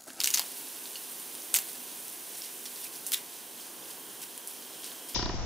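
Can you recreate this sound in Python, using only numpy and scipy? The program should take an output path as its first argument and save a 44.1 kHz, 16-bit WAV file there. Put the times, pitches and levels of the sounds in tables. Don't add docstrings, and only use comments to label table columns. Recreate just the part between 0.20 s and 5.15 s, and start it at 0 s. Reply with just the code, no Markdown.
import sys
import numpy as np
from scipy import signal
from scipy.fft import rfft, irfft, next_fast_len
from scipy.io import wavfile
from scipy.ndimage import uniform_filter1d, map_coordinates

SR = 44100
rng = np.random.default_rng(int(sys.argv[2]) if len(sys.argv) > 2 else 0)


def dump(signal):
    limited = np.clip(np.atleast_2d(signal).T, -1, 1)
    pcm = np.round(limited * 32767).astype(np.int16)
    wavfile.write(sys.argv[1], SR, pcm)


N = 218118

# (s, peak dB, ring Hz, body over treble dB, length ms)
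SNAPS = [(0.0035, -12.5, 5000, -7, 0.79), (0.0135, -21, 3500, -3, 2.2), (0.024, -29, 6800, -12, 1), (0.0372, -14, 4700, -12, 1),
         (0.0432, -9.5, 6350, -6.5, 1.2), (0.05, -19, 6400, -16, 0.8), (0.053, -24, 4000, -3, 1), (0.0582, -15.5, 5900, -6, 0.97), (0.0599, -22, 13000, -12, 1),
         (0.0733, -11, 7500, -10, 0.9), (0.0736, -14.5, 2820, -4, 1.2), (0.0798, -23, 6200, -3, 1.2), (0.0865, -24, 6200, -4, 1.5),
         (0.0923, -30, 10500, -12, 1), (0.1041, -18, 6500, -10, 1.6),
         (0.1116, -22, 5300, -9, 1.2), (0.1355, -25, 7000, -12, 0.8), (0.1398, -11, 6270, -3, 0.74), (0.1404, -18, 3240, -7, 1), (0.1432, -12.5, 6350, -8.5, 1.8),
         (0.1443, -14, 6400, -8, 1.7), (0.1455, -13.5, 6470, 0, 0.67), (0.1494, -20, 4200, -7, 1.6), (0.1502, -23, 12000, -10, 1), (0.1584, -21, 5000, -2, 1.5),
         (0.1722, -29, 12000, -12, 1), (0.1738, -9.5, 6040, -1, 0.43), (0.1774, -19, 4850, -1, 1.2), (0.1826, -17, 7840, -5, 0.94),
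         (0.1847, -25, 11600, -1, 2), (0.1879, -24, 2300, 0, 0.68), (0.195, -11.5, 4740, -9, 1.2),
         (0.2002, -24, 5000, -3, 1), (0.218, -27, 2980, -8, 1.2), (0.381, -33, 9250, -14, 1.4),
         (0.6568, -27, 4400, 3, 0.6), (0.999, -27.5, 9100, -8, 0.8), (1.1518, -23, 9800, -3, 0.54),
         (1.3419, -11, 12000, -7, 0.93), (1.3417, -9, 9250, -11.5, 1.3), (1.3432, -19, 7200, -8, 1.2), (1.3475, -12.5, 2840, -9, 0.9),
         (1.3514, -9, 11500, -17, 0.3), (1.352, -15, 7840, -17, 1.5), (1.3546, -24, 11400, -14, 2.4), (1.3586, -18.5, 5300, -10, 1.2), (1.36, -16, 8000, -6, 0.8),
         (1.3611, -14, 15200, -16, 1.0), (1.364, -15, 12500, -2.5, 1.7), (1.3663, -24, 4540, -2, 2.5),
         (1.3697, -12.5, 7000, -9, 0.7), (1.372, -17, 7400, -8, 1), (1.3875, -17.5, 13900, -3, 1.3),
         (1.4212, -33, 13000, -14, 0.8), (1.4875, -29, 8800, -9, 0.7), (1.8814, -29, 9450, -18, 1.1),
         (2.1793, -29, 9300, -14, 0.5), (2.184, -31, 11000, -14, 0.8), 
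         (2.456, -27, 5600, -7, 0.7), (2.4615, -29, 4400, -7, 0.7),
         (2.5599, -29, 4600, -13, 0.5), (2.615, -34, 4500, -8, 0.7), (2.642, -34, 4400, -10, 1.5), 
        (2.739, -33, 6000, -10, 0.7), (2.8659, -18.5, 9700, -15, 0.9),
         (2.8704, -28, 9900, -16, 1.5), (2.9198, -14, 11500, -10, 0.7), (2.9201, -21, 3800, -3, 1), (2.9276, -26, 12500, -20, 0.4), (2.929, -17, 12400, -12, 0.7),
         (2.9322, -17, 3400, -10, 1.2), (2.9359, -15, 10500, -6, 1.5), (2.938, -18, 3700, -8, 1.2), (2.9398, -20, 3500, -10, 1.2),
         (2.9418, -18, 11100, -6, 1.5), (2.9445, -14, 3680, -2.5, 0.87), 
         (4.0198, -25, 9600, -13, 0.5),
         (4.027, -33, 4800, -14, 0.8), (4.039, -33, 5000, -14, 0.8),
         (4.1778, -26.5, 9800, -12, 1.2), (4.2743, -21.5, 9600, -23, 0.8), (4.278, -29, 10800, -17, 0.5),
         (4.6432, -27, 9800, -5, 1), (4.662, -33, 7200, -8, 1), (4.6755, -33, 5000, -8, 0.7),
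         (4.889, -29, 9600, -18, 0.9), (4.893, -33, 5200, -6, 1)]
RUB = [(700, -58), (1500, -6.5), (2150, -9.5), (2800, -3.5), (3300, -4.5), (5000, -2), (7500, -5), (11000, -8.5), (15000, -54)]  # (Hz, dB per Hz)
FIZZ = [(3000, -60), (5000, -23), (7500, -7), (9300, -1), (12000, -2.5), (15600, -4.5), (15900, -88)]  # (Hz, dB per Hz)
BODY = [(500, -66), (1000, -19), (1400, -3), (1900, -1.5), (3000, 2.5), (5000, 2.5), (9000, -27), (16000, -50)]
CRACK = [(800, -80), (3000, -36), (6000, 0), (9500, 0), (15600, 0), (15900, -26), (17000, -33)]
TICKS = [(0.756, -34)]
PLATE = [(2856, 0, .03), (2950, -5, .04), (4230, -6, .04), (4400, -4, .045), (4586, -3, .05), (6520, -5, .02)]  # (Hz, dB, t60 s), fixed
HISS = [(0, -45), (2.66, -44.5), (2.68, -47), (4.95, -46.5)]  # (s, dB)
AIR = [(500, -56), (1200, -12.5), (2150, -2), (2600, 0.5), (3090, 1.5), (5020, -1.5), (5960, 1.5), (7640, 0), (9270, 5), (11500, 2), (15600, 3), (15900, -90)]
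DRONE = [(15, -65), (25, -25), (70, -34), (131, -10.5), (225, -9), (245, -0.5), (465, -2), (544, -4.5), (647, -6),
         (706, -4.5), (826, -5.5), (1040, -4), (1250, -11), (1600, -8), (2080, -16.5), (3520, -120)]
HUM = [(199, -72.5), (249, -67.5), (332, -67.5), (399, -68), (706, -69.5)]
ALIKE = [(60, 0.47), (180, 0.75), (550, 0.81), (1650, 0.74), (2800, 0.86), (4970, 0.89), (9000, 0.84), (15000, 0.72)]
NEAR = [(1300, 0.95), (2400, 1), (4400, 0.98), (8000, 0.96), (15000, 0.71)]
SNAP_SIDE = [(1300, -26), (2400, -38), (4400, -19), (8000, -13), (15000, -17)]  # (Hz, side under mid dB)
LEAN = [(60, 2), (240, 1), (950, -1.5), (3770, -0.5), (15000, -3.5)]  # (Hz, left over right dB)
ROOM = [(1000, 0.27), (2500, 0.29), (4000, 0.12), (12000, 0.08)]  # (Hz, t60 s)
TOP_HZ = 16968
# (start s, end s, knock of the rib over body dB, left over right dB, small crackle dB)
TEARS = [(0.0, 0.03, -16, -0.5, -30), (0.034, 0.115, -19, 0.5, -35), (0.14, 0.172, -18, 0.5, -35),
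         (0.172, 0.189, -10.5, -.4, -30), (0.1901, 0.219, -1.5, -.4, -29), (1.34, 1.392, -13.5, -0.8, -29), (2.916, 2.956, -29, -0.5, -38)]
LONE_KNOCK_DB, LONE_PAN_DB, PAN_SCATTER_DB = -28, -1, 0.2
CRACKLE_PER_S, CRACKLE_SCATTER_DB, CRACKLE_HZ, CRACKLE_BODY_DB, CRACKLE_MS = 83, 4, 6460, -10, 0.64
# (s, rub dB near 4 kHz, fizz dB near 11 kHz)
HANDLING = [(0, -48, -45), (.35, -51, -46), (.85, -53, -47), (1.3, -55, -46), (2.0, -60, -49),
            (2.6, -61, -48.5), (2.9, -52.5, -49), (3.3, -65, -56), (4.0, -55.5, -51), (4.4, -64, -62), (4.95, -55, -51)]
# (loudest at s, swell s, fade s, rub dB, fizz dB)
BRUSHES = [(0.002, 0.0051, 0.025, -33.5, -43), (0.05, .04, 0.13, -52, -38), (0.143, .006, 0.079, -39, -36.5),
           (0.19, .04, 0.072, -44, -46), (0.38, .03, 0.11, -55, -45), (0.761, .006, 0.049, -48, -49),
           (0.913, .006, .02, -51, -45), (1.345, .006, 0.076, -38, -31), (1.49, 0.036, .1, -49, -44.5), (1.69, 0.036, 0.099, -51, -54),
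           (1.89, .06, .1, -60, -47), (2.18, 0.08, 0.054, -48, -45.5), (2.26, 0.098, 0.037, -46, -47),
           (2.459, .006, 0.04, -44, -49), (2.65, 0.12, 0.045, -46, -44), (2.76, .07, 0.042, -46.5, -47),
           (2.869, 0.0061, 0.042, -46.5, -34), (2.94, .015, 0.049, -37.5, -36.5), (3.15, 0.11, 0.11, -52, -53),
           (3.4, 0.07, 0.15, -49, -50), (3.71, 0.05, .04, -48.5, -45), (4.03, .02, 0.027, -46.5, -41),
           (4.278, .006, .12, -49.5, -44), (4.37, 0.052, 0.029, -53, -52), (4.43, 0.027, .04, -51.5, -55),
           (4.54, .08, .06, -51, -57), (4.66, 0.08, .1, -45, -45), (4.896, .012, 0.035, -45.5, -42)]
EDGE_DB = 12
BAND = [(0, -68), (3, -67), (4, -61.5), (4.95, -59)]
BAND_SHAPE = [(2300, -40), (2900, -4), (3200, 4), (3450, -9), (4200, -40)]  # (Hz, dB per Hz)
# (s, peak dB, pitch Hz, cycles)
POPS = [(1.221, -32, 6200, 5), (2.2202, -24.5, 5400, 3.9), (2.247, -36, 5800, 5), (2.2655, -41, 3300, 5), (2.471, -37, 5500, 6), (2.655, -37, 2500, 4),
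        (2.667, -40, 2500, 4), (2.757, -36, 4800, 6), (3.398, -42, 3300, 6), (3.6264, -41, 3350, 5), (3.6568, -38, 3300, 4), (3.6808, -36, 5520, 3),
        (3.709, -40, 4800, 5), (3.714, -42, 3500, 5), (4.602, -44, 3100, 6), (4.635, -38, 3300, 6), (4.657, -39, 4800, 5),
        (4.6645, -40, 3100, 5), (4.7175, -32, 3700, 2.5)]
TOUCH_PER_S, TOUCH_HZ, TOUCH_OCTAVES, TOUCH_CYCLES, TOUCH_SPIKY_DB, TOUCH_DB = 900, 5360, 0.49, 5, 1.5, -8
THUD_S, THUD_DB, THUD_MS = 2.668, -63, 1.5
SPIKE, MOTTLE_DB = 2, 2


def amp(db):
    return 10 ** (np.asarray(db) / 20)


def unit(x):
    return x / np.sqrt(np.mean(x ** 2) + 1e-20)


def along(points, hz):
    f, v = np.transpose(points)
    return np.interp(np.log(hz + 1), np.log(f + 1), v)


def curves(rows):
    s, *cols = np.transpose(rows)
    return [np.interp(np.arange(N) / SR, s, c) for c in cols]


def wobble(rate):
    return map_coordinates(rng.standard_normal(int(N * rate / SR) + 4), [np.arange(N) * rate / SR])


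def filtered(x, response):
    m = next_fast_len(x.shape[-1] + 4096)
    return irfft(rfft(x, m) * response(np.fft.rfftfreq(m, 1 / SR)), m)[..., :x.shape[-1]]


def spread(pair, spectrum, alike=ALIKE):
    turn = lambda hz: np.arccos(np.clip(along(alike, hz), -1, 1)) / 2
    mid, side = filtered(pair, lambda hz: amp(along(spectrum, hz)) * [np.cos(turn(hz)), np.sin(turn(hz))])
    lean = lambda hz: amp(np.outer([.5, -.5], along(LEAN, hz)))
    return unit(filtered(np.array([mid + side, mid - side]), lean))


def kitchen():
    t = np.arange(N) / SR
    tones = sum(amp(db + 2 + 2.4 * wobble(7)) * np.sin(2 * np.pi * (hz * t + 0.2 * wobble(4))) for hz, db in HUM)
    drone = amp(-53.5 + 1.03 * wobble(2.74)) * spread(rng.standard_normal((2, N)), DRONE)
    hiss = amp(curves(HISS)[0]) * spread(rng.standard_normal((2, N)), AIR)
    band = amp(curves(BAND)[0] + 1.3 * wobble(6)) * spread(rng.standard_normal((2, N)), BAND_SHAPE)
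    return tones + drone + hiss + band


def grains(rate, spiky_db, ms):
    sizes = amp(spiky_db * np.minimum(rng.exponential(size=N), 3.5)) * (rng.random(N) < rate / SR)
    slips = signal.lfilter([1], [1, -np.exp(-1000 / (ms * SR))], sizes)
    return rng.standard_normal((2, N)) * slips


def rustle():
    t = np.arange(N) / SR
    power = amp(curves(HANDLING)) ** 2
    for s, swell, fade, rub_db, fizz_db in BRUSHES:
        under_db = EDGE_DB * np.maximum((s - t) / max(swell, 1e-3), (t - s) / max(fade, 1e-3))
        power += amp(np.array([[rub_db], [fizz_db]]) - under_db) ** 2
    rub = spread(unit(grains(rate=900, spiky_db=1.5, ms=2.5)) + amp(TOUCH_DB) * unit(touches()), RUB, NEAR)
    fizz = spread(grains(rate=4000, spiky_db=3.0, ms=1.0), FIZZ, NEAR)
    return np.sqrt(power[0]) * rub + np.sqrt(power[1]) * fizz


def snaps():
    lead = 128
    out, t = np.zeros((2, N + SR)), np.maximum(np.arange(-lead, 1024), 0) / SR
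    small = crackle()
    for s, db, ring_hz, body_db, ms in SNAPS + small:
        thump_db, pan_db = tear_at(s)
        pan_db += PAN_SCATTER_DB * rng.standard_normal()
        front = np.exp(-t * 1000 / (.6 * ms))
        shape = (1 - np.exp(-t / .0001)) * (front + 0.12 * np.exp(-t / 0.0039))
        jolt = rng.standard_normal((2, len(t))) * shape
        jolt[:, lead + 2] += SPIKE * rng.choice([-1, 1])
        z = rfft(jolt)
        burst = irfft(z / np.sqrt(uniform_filter1d(abs(z) ** 2, size=41, axis=1)), len(t))
        knots_db = MOTTLE_DB * rng.standard_normal(16)
        mottle = lambda f: amp(np.interp(f, np.linspace(0, TOP_HZ, len(knots_db)), knots_db) * np.clip(f / 4000, 0, 1) ** 2)
        flap = lambda f: mottle(f) * (1 + 3.0 / (1 + 1j * (f - ring_hz) / 450))
        thump = lambda f: amp(thump_db + 7.5) * f ** 4 / (f ** 4 + 480 ** 4) / (1 + ((f - 920) / 480) ** 4)
        body = lambda f: amp(body_db + 3.5) * np.hypot(amp(along(BODY, f)), thump(f))
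        mid, side = filtered(burst, lambda f: flap(f) * np.hypot(amp(along(CRACK, f)), body(f)))
        size = amp(db - 0.5) * np.sqrt(np.sum(shape ** 2) / np.sum(mid ** 2))
        side = filtered(side, lambda f: amp(along(SNAP_SIDE, f)))
        out[:, round(s * SR) - lead:][:, :len(t)] += size * np.array([mid + side, mid - side]) * amp([[pan_db / 2], [-pan_db / 2]])
    return out[:, :N]


def plate():
    out, t = np.zeros(N + SR), np.arange(SR // 8) / SR
    for s, db in TICKS:
        ring = sum(amp(level - 60 * t / t60) * np.sin(2 * np.pi * hz * t) for hz, level, t60 in PLATE)
        out[round(s * SR):][:len(t)] += amp(db) * ring * (1 - np.exp(-t / 0.00054))
    return out[:N] * amp([[-.7], [.7]])


def room(x):
    hz, t, z = signal.stft(rng.standard_normal((2, SR // 2)), SR, nperseg=256)
    mid, side = signal.istft(z * amp(-60 * t / along(ROOM, hz)[:, None]), SR, nperseg=256)[1]
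    side = filtered(side, lambda f: amp(along(SNAP_SIDE, f)))
    tail = np.array([mid + side, mid - side]) / np.linalg.norm(mid)
    return signal.fftconvolve(np.pad(x, (120, 0))[None], tail, axes=1)[:, :N]


def crackle():
    rows = []
    for start, end, _, _, db in TEARS:
        when, size, pitch, dull = rng.random((12, 4)).T
        times = start - np.cumsum(np.log(1 - when)) / CRACKLE_PER_S
        rows += [(s, db + CRACKLE_SCATTER_DB * (2 * a - 1), CRACKLE_HZ * 2 ** (2 * b - 1), CRACKLE_BODY_DB + 5 * (2 * c - 1), CRACKLE_MS)
                 for s, a, b, c in zip(times, size, pitch, dull) if s < end]
    return rows


def tear_at(s):
    return next((row[2:4] for row in TEARS if row[0] <= s <= row[1]), (LONE_KNOCK_DB, LONE_PAN_DB))


def ticks(s, db, hz, cycles):
    s, db, hz, cycles = np.broadcast_arrays(*[np.asarray(v, float)[:, None] for v in (s, db, hz, cycles)])
    k = np.arange(192)
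    turns = hz * k / SR
    wave = amp(db) * np.sin(2 * np.pi * turns) * (1 - np.exp(-2 * turns)) * np.exp(-2 * turns / cycles) * 2
    return np.bincount((np.round(s * SR).astype(int) + k).ravel(), wave.ravel(), N + SR)[:N]


def touches():
    count = int(TOUCH_PER_S * N / SR)
    return np.array([ticks(rng.random(count) * N / SR, TOUCH_SPIKY_DB * np.minimum(rng.exponential(size=count), 3.5),
                           np.clip(TOUCH_HZ * 2 ** (TOUCH_OCTAVES * rng.standard_normal(count)), 1500, 12000),
                           np.full(count, TOUCH_CYCLES)) for _ in range(2)])


def thud():
    t = np.arange(N) / SR
    return amp(THUD_DB) * np.exp(-.5 * ((t - THUD_S) * 1000 / THUD_MS) ** 2)


def scene():
    near = snaps() + plate() + ticks(*np.transpose(POPS)) * amp([[LONE_PAN_DB / 2], [-LONE_PAN_DB / 2]])
    return near + amp(-10.0) * room(near.mean(axis=0)) + rustle() + kitchen() + thud()


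def record(dry):
    return filtered(dry, lambda hz: hz < TOP_HZ)


dry = scene()
out = record(dry)
dump(out)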